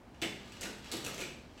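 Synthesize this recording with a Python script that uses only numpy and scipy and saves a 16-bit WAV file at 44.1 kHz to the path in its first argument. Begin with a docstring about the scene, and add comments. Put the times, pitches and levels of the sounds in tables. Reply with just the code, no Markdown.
"""A small, bare gym room, where elastic exercise tubes go slack a few metres away.
Their plastic handles and metal clips knock together in five short clusters, with light touches between.
Each clack is a scuff of noise plus ringing plastic and metal; three times a tube slaps with a low boom.
The fabric sleeves rustle as they move, and the room rings on over a low ventilation rumble."""
import sys
import numpy as np
from scipy import signal
from scipy.fft import rfft, irfft
from scipy.io import wavfile

SR = 44100
rng = np.random.default_rng(int(sys.argv[2]) if len(sys.argv) > 2 else 0)


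def file_out(sig):
    """Save sig as 16-bit WAV at sys.argv[1]."""
    # one column per channel
    cols = np.atleast_2d(sig).T
    # limit, then scale
    lim = np.clip(cols, -1, 1)
    pcm = np.round(lim * 32767).astype(np.int16)
    wavfile.write(sys.argv[1], SR, pcm)


N = 70560
HIT_T = np.arange(16384) / SR  # time axis of one hit, in seconds
THUMP_S, KNOCK_S, TICK_S = 0.0097, 0.003, 0.0027  # time constants of the contacts

# The bright colour of a metal clip's tick. Each row: frequency in Hz, gain in dB.
CLIP_COLOUR = [(500, -16.5), (2000, -6), (3700, -3), (5500, -2), (7000, -3), (8000, 0), (8800, -8),
               (11200, -8.5), (12300, -10), (16000, -18)]
# The ring of a clip. Each row: frequency in Hz, level in dB, t60 in seconds.
CLIP_MODES = [(5980, -21, 0.12), (6568, -37, 0.28), (7820, -10.5, 0.01), (10950, -21.5, 0.044)]


def fittings(place_count=5):
    """The swinging handles and clips strike at a few places, each with its own reverb tail."""
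    # Full hits. Each row: start in seconds, tube thump in dB, handle knock in dB, clip tick in dB,
    # pitch of the struck spot in Hz, its level in dB.
    clacks = [ (.2168, -43, -7.5, -13.5, 3520, -8.5), (0.2229, -4, -2.5, -8.5, 3150, -3.5),
              (0.2312, -4.5, -7.5, -26, 2140, -3), (.2480, -7.5, -14, -18, 5400, -22),
              (0.6106, -15.5, -16.5, -10, 7300, -15.5), (0.6158, -14, -13, -16, 6590, -13),
              (.6300, -15, -13, -13.5, 1970, -11.5), (0.6352, -9, -9.5, -13.5, 3930, -15.5),
              (.6540, -12.5, -14, -14.5, 1570, -15.5), (.6920, -15, -28, -37, 1450, -17),
              (.9160, -33, -42, -8.5, 3920, -7.5), (.9220, -7.5, -17, -5.5, 4140, -13),
              (.9320, -10.5, -15, -24, 7550, -28), (.9390, -10, -48, -33, 3020, -15),
              (0.969, -12, -23, -11.5, 3650, -15), (1.0436, -39, -22, -17, 6450, -17),
              (1.048, -11.5, -14, -8, 5400, -15), (1.0639, -7.5, -7.5, -7.5, 2670, -16),
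              (1.0760, -12.5, -18, -16, 1280, -14.5), (1.1438, -21, -42, -14, 6300, -21),
              (1.1796, -11.5, -12, -15.5, 6200, -45), (1.1900, -13, -19, -17, 2500, -14.5),
              (1.2040, -20, -10.5, -13, 2580, -24), (1.2115, -13, -8, -13, 6200, -13.5),
              (1.2211, -13, -11, -20.5, 2380, -8.5), ]
    # Light touches. Each row: start in seconds, handle knock in dB, clip tick in dB.
    touches = [(0.1448, -29, -40), (.4794, -30, -30), (0.5211, -19, -24), (.5694, -18, -48),
               (0.7836, -38, -28), (0.8445, -20, -26), (0.858, -18, -35), (1.5778, -21.5, -40)]
    hits = [(start, clack(*row)) for start, *row in clacks]
    hits += [(start, touch(*row)) for start, *row in touches]
    places = np.zeros((place_count, N))
    for k, (start, hit) in enumerate(hits):
        add(places[k % place_count], start, hit)
    return undb(-6) * sum(room(place) for place in places)


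def clack(thump_db, knock_db, tick_db, spot_hz, spot_db):
    """Handle meets clip: the tube thumps, plastic knocks, metal ticks, the struck spot resonates."""
    # The tube's dull thump. Each row: frequency in Hz, gain in dB.
    tube_colour = [(60, -10), (130, 0), (230, 2), (340, 2.5), (520, 1.5), (750, -3.5), (1100, -11.5),
                   (2000, -15), (6000, -43.5)]
    skirt_ratio, skirt_db = 1.27 ** 3, -61.5  # the spot is one broad peak
    spot_colour = [(spot_hz / skirt_ratio, skirt_db), (spot_hz, 0), (spot_hz * skirt_ratio, skirt_db)]
    thump = undb(thump_db) * contact(tube_colour, THUMP_S)
    return thump + touch(knock_db, tick_db) + undb(spot_db) * contact(spot_colour, KNOCK_S)


def touch(knock_db, tick_db):
    """A plastic handle and a metal clip meet and set each other ringing."""
    # The handle's hard knock. Each row: frequency in Hz, gain in dB.
    handle_colour = [(300, -28), (950, -13), (1500, -4.5), (1800, -6), (2100, -6.5), (2600, 2),
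                     (3400, -9.5), (4400, -10), (5600, -8.5), (9000, -22), (16000, -47)]
    # The ring of a handle. Each row: frequency in Hz, level in dB, t60 in seconds.
    handle_modes = [(2007, -14.5, 0.25), (2158, -15.5, 0.32), (2265, -20.5, 0.9), (2884, -10.5, 0.15),
                    (3010, -37, .35), (3480, -15.5, 0.17)]
    knock = undb(knock_db) * contact(handle_colour, KNOCK_S, handle_modes)
    tick = undb(tick_db) * contact(CLIP_COLOUR, TICK_S, CLIP_MODES)
    return knock + tick


def contact(outline, decay_s, modes=()):
    """A brief scuff of coloured noise, and the modes it rings, slightly detuned on every hit."""
    spectrum = rfft(rng.standard_normal(len(HIT_T)) * np.exp(-HIT_T / decay_s))
    flat_burst = irfft(spectrum / (np.abs(spectrum) + 1e-12))
    scuff = flat_burst * np.exp(-HIT_T / (10 * decay_s))
    chance = rng.standard_normal((len(modes), 2))
    rings = sum(np.sign(polarity) * undb(db) * ring(hz * (1 + 0.0015 * detune), t60)
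                for (hz, db, t60), (polarity, detune) in zip(modes, chance))
    return unit(colour(scuff, outline)) + rings


def thuds():
    """A tube slaps slack and booms on one low, hollow note."""
    # Each row: start in seconds, pitch in Hz, level in dB, t60 in seconds.
    slaps = [(0.2208, 329.7, -8, 0.36), (.9360, 332, -12, 0.16), (1.216, 364, -15, 0.32)]
    out = np.zeros(N)
    for start, hz, db, t60 in slaps:
        add(out, start, undb(db) * ring(hz, t60))
    return out


def sleeves(taps_per_s=150, tap_spread_db=5):
    """Fabric slides and the clips rattle faintly, both swelling with the motion."""
    # How briskly the tubes slide and jiggle. Each row: time in seconds, gain in dB.
    briskness = [(0, -36), (.13, -19), (.21, -13), (.42, -5.5), (.53, -4), (0.681, -4.5), (.8, -7.5),
                 (0.892, 2), (1.0, 1.5), (1.2, 2), (1.298, -7), (1.422, -15.5), (1.55, -12.5), (1.6, -6)]
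    # The fabric's rustle. Each row: frequency in Hz, gain in dB.
    fabric_colour = [(80, 5.5), (300, -7), (600, 5), (1100, 1.5), (2500, 1), (4500, -1), (8000, -13),
                     (10000, -30.5), (16000, -27)]
    motion = undb(np.interp(np.arange(N) / SR, *np.array(briskness).T))
    rustle = colour(rng.standard_normal(N), fabric_colour)
    taps = (rng.random(N) < taps_per_s / SR) * undb(tap_spread_db * rng.standard_normal(N))
    rattle = signal.fftconvolve(taps, contact(CLIP_COLOUR, TICK_S, CLIP_MODES))[:N]
    return motion * (level(rustle, db=-52) + level(rattle, db=-65))


def room(x, reverb_db=2.5, build_s=0.002):
    """Direct sound, three near reflections, low standing waves and a tail whose treble dies first."""
    # The tail's decay. Each row: frequency in Hz, t60 in seconds.
    decay_times = [(100, 1), (300, 0.83), (800, 0.54), (2200, 0.57), (5000, 0.56), (8000, 0.48),
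                   (15000, 0.42)]
    # Each row: frequency in Hz, level against the tail in dB, t60 in seconds.
    standing_waves = [(206.5, -23, 1), (339, -27.5, 0.46)]
    # First bounces off the walls. Each row: delay in seconds, linear gain.
    reflections = [(.0042, .45), (.0102, 0.17), (0.016, .4)]
    t, hz = np.arange(SR) / SR, np.arange(SR // 2 + 1)
    spectrum = rfft(rng.standard_normal(SR))
    edges_hz = np.append(0, np.geomspace(150, SR / 2 + 1, 12))
    tail = np.zeros(SR)
    for lo, hi in zip(edges_hz, edges_hz[1:]):
        band = irfft(spectrum * ((hz >= lo) & (hz < hi)))
        tail += band * np.exp(-np.log(1000) * t / along(decay_times, (lo + hi) / 2))
    response = undb(reverb_db) * unit(tail * (1 - np.exp(-t / build_s)))
    response[0] += 1  # direct sound
    for mode_hz, db, t60 in standing_waves:
        add(response, 0, undb(reverb_db + db) * ring(mode_hz, t60))
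    for delay, gain in reflections:
        response[int(delay * SR)] += gain
    return signal.fftconvolve(x, unit(response))[:N]


def ventilation():
    """A steady bed of low air noise with a faint fan hum."""
    # The rumble of moving air. Each row: frequency in Hz, gain in dB.
    air_colour = [(15, -68), (25, -3), (70, -1), (185, -5), (326, -5.5), (545, -11), (607, -11.5),
                  (677, -11), (840, -12.5), (1070, -16), (1290, -19.5), (1740, -21.5), (16000, -47.5)]
    # Each row: frequency in Hz, rms level in dB.
    fan_tones = [(67, -76), (120, -68), (243, -64.5)]
    t = np.arange(N) / SR
    air = colour(rng.standard_normal(2 * N), air_colour)[N:]
    hum = sum(undb(db) * np.sqrt(2) * np.sin(2 * np.pi * (hz * t + rng.random())) for hz, db in fan_tones)
    return level(air, db=-54.5) + hum


def ring(hz, t60):
    """One mode of unit energy, fading 60 dB in t60 seconds."""
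    return unit(np.sin(2 * np.pi * hz * HIT_T) * np.exp(-np.log(1000) * HIT_T / t60))


def colour(x, outline, size=4096):
    """Minimum-phase EQ that follows an outline of (Hz, dB) points."""
    gain = undb(along(outline, np.arange(size // 2 + 1) * SR / size))
    cepstrum = irfft(np.log(gain))
    cepstrum[1:size // 2] *= 2  # folded forward, so nothing rings ahead of a hit
    cepstrum[size // 2 + 1:] = 0
    return signal.fftconvolve(x, irfft(np.exp(rfft(cepstrum))))[:len(x)]


def along(points, hz):
    """Read (Hz, value) points on a log-frequency axis."""
    point_hz, values = np.array(points).T
    return np.interp(np.log(np.maximum(hz, 1)), np.log(point_hz), values)


def undb(db):
    """Decibels to linear gain."""
    return 10 ** (np.asarray(db) / 20)


def unit(x):
    """Scale to unit energy."""
    return x / np.sqrt(np.sum(x ** 2))


def level(x, db):
    """Scale to an rms level."""
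    return unit(x) * np.sqrt(len(x)) * undb(db)


def add(out, start_s, x):
    """Mix a sound in at its start time."""
    i = int(start_s * SR)
    out[i:i + len(x)] += x[:N - i]


def scene():
    """Clacks and rustle in the room, with dry thuds, over the ventilation, in mono."""
    return (fittings() + thuds() + room(sleeves()) + ventilation())[None]


def record(dry, low_cut_hz=29, top_hz=15900):
    """Roll off the deepest rumble and cut the very top steeply."""
    lean = signal.sosfilt(signal.butter(4, low_cut_hz, "high", fs=SR, output="sos"), dry)
    return signal.sosfilt(signal.ellip(10, .2, 70, top_hz, fs=SR, output="sos"), lean)


dry = scene()
out = record(dry)
file_out(out)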